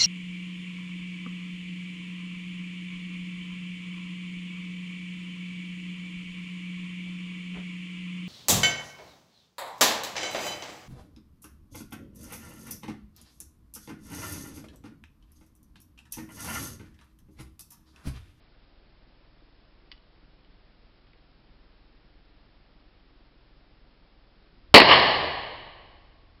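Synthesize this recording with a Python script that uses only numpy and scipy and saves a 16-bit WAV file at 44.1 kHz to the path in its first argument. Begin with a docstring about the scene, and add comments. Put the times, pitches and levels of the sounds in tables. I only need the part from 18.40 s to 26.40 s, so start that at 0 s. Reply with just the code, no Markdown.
"""A long concrete shooting range, heard through a small camera: ventilation, hiss, low flutter, handling.
At 1.5 s a revolver's hammer drops on an empty chamber, ringing the steel frame; the lock ticks as it is
cocked again. At 6.3 s it fires just in front of the camera. The blast overloads the microphone and slaps
off the near walls, then comes back from the bullet trap as two bangs. The hall rings out over the soft
rumble of the recoil."""
import sys
import numpy as np
from scipy import signal
from scipy.fft import rfft, irfft
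from scipy.io import wavfile

SR = 44100
rng = np.random.default_rng(int(sys.argv[2]) if len(sys.argv) > 2 else 0)


def store_pcm(level_fs):
    """Save levels as 16-bit WAV."""
    pcm = np.round(np.clip(level_fs, -1, 1) * 32767).astype(np.int16)
    wavfile.write(sys.argv[1], SR, np.atleast_2d(pcm).T)


N = 352800
SHOT_S = 6.3418
AGE = np.arange(2 * SR) / SR  # seconds since a hit

# Tone colour of the blast and its slaps: a deep notch near 1.4 kHz, peaks near 1.95, 2.9 and 4.4 kHz. Each row:
# frequency in Hz, relative level in dB.
SHOT_COLOUR = [(35, -21.5), (80, -15), (130, -5.5), (210, -3.5), (380, 2), (650, 3.5), (1150, -2),
               (1400, -21), (1950, 2), (2450, -3.5), (2900, 0), (3500, -13.5), (4400, -0.5), (5400, -19)]


def gunshot(blast_db=10, echo_db=8.5, loss_db=2.23, walls_m=(3.77, 2.78), wash_db=4, hall_db=-9):
    """The muzzle blast bounces from side wall to side wall, fills the hall and wakes its standing waves."""
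    # Standing waves between walls, floor and ceiling.
    # Each row: frequency in Hz, level in dB, seconds to fall 60 dB.
    standing_waves = [(82.5, -41.5, 2.2), (129, -27, 1.15), (150, -36, 0.53), (184, -30, .9)]
    out = np.zeros(N)
    add(out, SHOT_S, undb(blast_db) * slap(length_s=.0006))
    add(out, SHOT_S + .0027, undb(13.5) * slap(length_s=.001))  # reflection off the shooter
    echo_s = SHOT_S
    for k in range(4):
        echo_s += 2 * walls_m[k % 2] / 343  # to a wall and back at the speed of sound
        add(out, echo_s, undb(echo_db - k * loss_db) * slap(length_s=.0006))
    add(out, SHOT_S, undb(wash_db) * noise(SHOT_COLOUR, len(AGE)) * fade(.23))
    add(out, SHOT_S, undb(hall_db) * hall_tail() * swell(.088))
    for hz, db, t60 in standing_waves:
        add(out, SHOT_S, ring(hz, db, t60))
    return out


def slap(length_s, scatter_db=-8, scatter_t60=.029):
    """An N-shaped pressure wave, trailed by the scatter off rough concrete."""
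    n_wave = (1 - 2 * AGE / length_s) * (AGE < length_s)
    scatter = undb(scatter_db) * noise(SHOT_COLOUR, len(AGE)) * fade(scatter_t60)
    return band(n_wave, 260, 6000, order=1) + scatter


def hall_tail():
    """Dense echoes of the hall; each octave dies at its own rate."""
    # Tone colour of the hall. Each row: frequency in Hz, relative level in dB.
    hall_colour = [(35, -15.5), (130, -9), (230, -11), (420, -4.5), (650, 0), (1160, -1), (1380, -14.5),
                   (1750, -3), (2050, -3.5), (2650, -10.5), (2950, -2.5), (3600, -12.5), (4300, -4.5),
                   (5400, -18)]
    # Reverb time. Each row: frequency in Hz, seconds to fall 60 dB.
    hall_t60 = [(60, 2.1), (200, 1.34), (500, 1.54), (1100, 1.357), (3000, 1.43), (5000, 0.97)]
    spectrum = rfft(noise(hall_colour, len(AGE)))
    octaves_hz = 45 * 2. ** np.arange(8)
    log_hz = np.log(np.linspace(1, SR / 2, len(spectrum)))
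    tail = np.zeros(len(AGE))
    for hz, solo in zip(octaves_hz, np.eye(len(octaves_hz))):
        crossover = np.interp(log_hz, np.log(octaves_hz), solo)
        tail += irfft(spectrum * crossover) * fade(lookup(hall_t60, hz))
    return tail


def bullet_trap(hall_db=-16):
    """The far end answers with two bangs; its steel plates ring faintly and the hall swells again."""
    # Bangs off the trap. Each row: start in seconds, level in dB, rise in seconds, seconds to fall 60 dB.
    bangs = [(6.487, -9, 0.003, .16), (6.508, -8, 0.002, 0.36)]
    # Tone colour of the bangs. Each row: frequency in Hz, relative level in dB.
    trap_colour = [(100, -23), (400, -3.5), (800, -5), (1150, 4.5), (1400, -13.5), (1750, -4), (2300, -5.5),
                   (2650, -10), (2950, 3.5), (3400, -10.5), (4500, -17.5), (5400, -22.5)]
    # Ring of the plates. Each row: frequency in Hz, level in dB, seconds to fall 60 dB.
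    plate_modes = [(1040, -41, 2.1), (1110, -41.5, 2.5), (2970, -37, 1.5)]
    first_s, last_s = bangs[0][0], bangs[-1][0]
    out = np.zeros(N)
    for start_s, db, rise_s, t60 in bangs:
        add(out, start_s, undb(db) * noise(trap_colour, len(AGE)) * swell(rise_s) * fade(t60))
    add(out, last_s, undb(hall_db) * hall_tail() * swell(.03))
    for hz, db, t60 in plate_modes:
        add(out, first_s, ring(hz, db, t60))
    return out


def lockwork(hammer_s=1.516, hammer_db=-32, bounce_loss_db=7, room_db=-11):
    """The hammer falls on an empty chamber and bounces, the lock ticks; the near walls answer faintly."""
    # Ticks as the trigger is let go and the thumb cocks the hammer.
    # Each row: start in seconds, peak level in dB, band centre in Hz.
    lock_ticks = [(1.5765, -54, 4500), (2.046, -55, 3000), (2.669, -54, 2900), (2.733, -51, 1750),
                  (3.072, -57, 3500)]
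    clicks = np.zeros(N)
    hit_s = hammer_s
    for k in range(3):
        add(clicks, hit_s, undb(hammer_db - k * bounce_loss_db) * steel_click())
        hit_s += .0071 * .45 ** k  # each bounce is shorter than the last
    for start_s, db, hz in lock_ticks:
        tick = band(steel_click(), hz / 1.35, hz * 1.35, order=1)
        add(clicks, start_s, undb(db) * tick / np.abs(tick).max())
    room = rng.standard_normal(len(AGE)) * fade(.22) * swell(.0039)
    reverb = signal.fftconvolve(clicks, room / np.linalg.norm(room))[:N]
    return clicks + undb(room_db) * reverb


def steel_click(grit_db=-6, grit_t60=.025):
    """One gritty hit of steel on steel rings the revolver's frame; peak 1."""
    # The frame, damped by the hand. Each row: frequency in Hz, relative level in dB, seconds to fall 60 dB.
    frame_modes = [(1060, -13, .012), (1970, -9.5, 0.023), (2330, -11, .024), (2920, -2.5, 0.025),
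                   (3180, -3, .010), (3500, -7, .014), (3950, -9, .016), (4500, -4.5, .013),
                   (4760, -4, 0.011)]
    # Tone colour of scraping steel. Each row: frequency in Hz, relative level in dB.
    grit_colour = [(600, -18), (2000, -4), (3000, 4), (3900, 0), (4700, -7), (5400, -4)]
    frame = sum((-1) ** k * ring(hz, db, t60) for k, (hz, db, t60) in enumerate(frame_modes))
    click = frame + undb(grit_db) * noise(grit_colour, len(AGE)) * fade(grit_t60)
    return click / np.abs(click).max()


def handling(recoil_db=-45, recoil_t60=4.5, hands_db=-58.5, grip_rise_s=.06):
    """Rumble through the camera body: the grip tightens, the recoil dies down, the hands keep moving."""
    since_shot = np.arange(N) / SR - SHOT_S
    grip = np.exp(np.minimum(since_shot, 0) / grip_rise_s)
    shake = undb(recoil_db - 60 * np.maximum(since_shot, 0) / recoil_t60)
    rumble = unit(band(rng.standard_normal(N), 25, 85, order=4))
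    return grip * np.hypot(shake, undb(hands_db)) * rumble


def camera_flutter(rate_hz=19.8194, tick_db=-58, swing_db=-53, uneven_db=1.9, jitter_s=.0003):
    """The camera pulses faintly; each pulse is a dull double tick and one slow swing of pressure."""
    period = int(SR / rate_hz)
    tick = ring(hz=305, db=tick_db, t60=.035)[:period]
    swing_phase = np.clip((AGE[:period] - .005) / .027, 0, 1)
    swing = -undb(swing_db) * np.sin(2 * np.pi * swing_phase)
    gap_s = .0098  # between the two ticks
    out = np.zeros(N)
    for start_s in np.arange(.0132, N / SR - 2 * gap_s, 1 / rate_hz):
        first_slip, second_slip, accent = rng.standard_normal(3)
        add(out, start_s + jitter_s * first_slip, undb(uneven_db * accent) * (tick + swing))
        add(out, start_s + gap_s + 2 * jitter_s * second_slip, undb(-5) * tick)
    return out


def room_tone(hiss_db=-65.5, vent_db=-63.5):
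    """A steady bed of microphone hiss over the low rush of the ventilation."""
    # Tone colour of the hiss. Each row: frequency in Hz, relative level in dB.
    hiss_colour = [(210, -29.5), (350, -2), (602, -2), (1000, -6), (1120, -6), (2960, -10), (5200, -12),
                   (6760, -39.5), (11400, -120)]
    # Tone colour of the ventilation. Each row: frequency in Hz, relative level in dB.
    vent_colour = [(15, -2), (30, -0.5), (50, -1), (80, 1.5), (120, -0.5), (200, -5), (320, -6.5),
                   (420, -15.5), (1000, -37)]
    return undb(hiss_db) * noise(hiss_colour, N) + undb(vent_db) * noise(vent_colour, N)


def undb(db):
    """Decibels to gain."""
    return 10 ** (np.asarray(db) / 20)


def unit(x):
    """Scale to rms 1."""
    return x / np.sqrt(np.mean(x ** 2))


def lookup(points, hz):
    """Read (Hz, value) points on a log-frequency axis."""
    points_hz, values = np.transpose(points)
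    return np.interp(np.log(hz + 1), np.log(points_hz), values)


def noise(colour, size):
    """Coloured noise of rms 1, rolled off steeply above 6 kHz."""
    hz = np.arange(size // 2 + 1) * SR / size
    rolloff = 1 / (1 + (hz / 6000) ** 24)
    white = rfft(rng.standard_normal(size))
    return unit(irfft(white * undb(lookup(colour, hz)) * rolloff, size))


def band(x, low_hz, high_hz, order):
    """Causal band-pass."""
    return signal.sosfilt(signal.butter(order, [low_hz, high_hz], "band", fs=SR, output="sos"), x)


def ring(hz, db, t60):
    """One struck resonance: a dying sine."""
    return undb(db) * np.sin(2 * np.pi * hz * AGE) * fade(t60)


def fade(t60):
    """Exponential decay, 60 dB in t60 seconds."""
    return np.exp(-np.log(1000) * AGE / t60)


def swell(rise_s):
    """Attack from silence towards 1."""
    return 1 - np.exp(-AGE / rise_s)


def add(out, start_s, x):
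    """Mix x into out from start_s on."""
    i = int(start_s * SR)
    out[i:i + len(x)] += x[:N - i]


def scene():
    """The mono mix at the microphone."""
    return (gunshot() + bullet_trap() + lockwork() + room_tone() + handling())[None]


def record(dry, overload=1.092, low_cut_hz=70, high_cut_hz=5520):
    """The microphone saturates; the camera thins the bass, adds flutter, cuts the treble and clips."""
    saturated = dry / (1 + np.abs(dry / overload) ** 4) ** (1 / 4)
    thin = signal.sosfilt(signal.butter(1, low_cut_hz, "high", fs=SR, output="sos"), saturated)
    high_cut = signal.firwin(221, high_cut_hz, window=("kaiser", 8), fs=SR)
    narrow = signal.fftconvolve(thin + camera_flutter(), high_cut[None], mode="same")
    fizz_cut = signal.ellip(8, .1, 70, 16000, fs=SR, output="sos")  # takes the very top off the clipping
    return signal.sosfilt(fizz_cut, np.clip(narrow, -1, 1))


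dry = scene()
out = record(dry)
store_pcm(out)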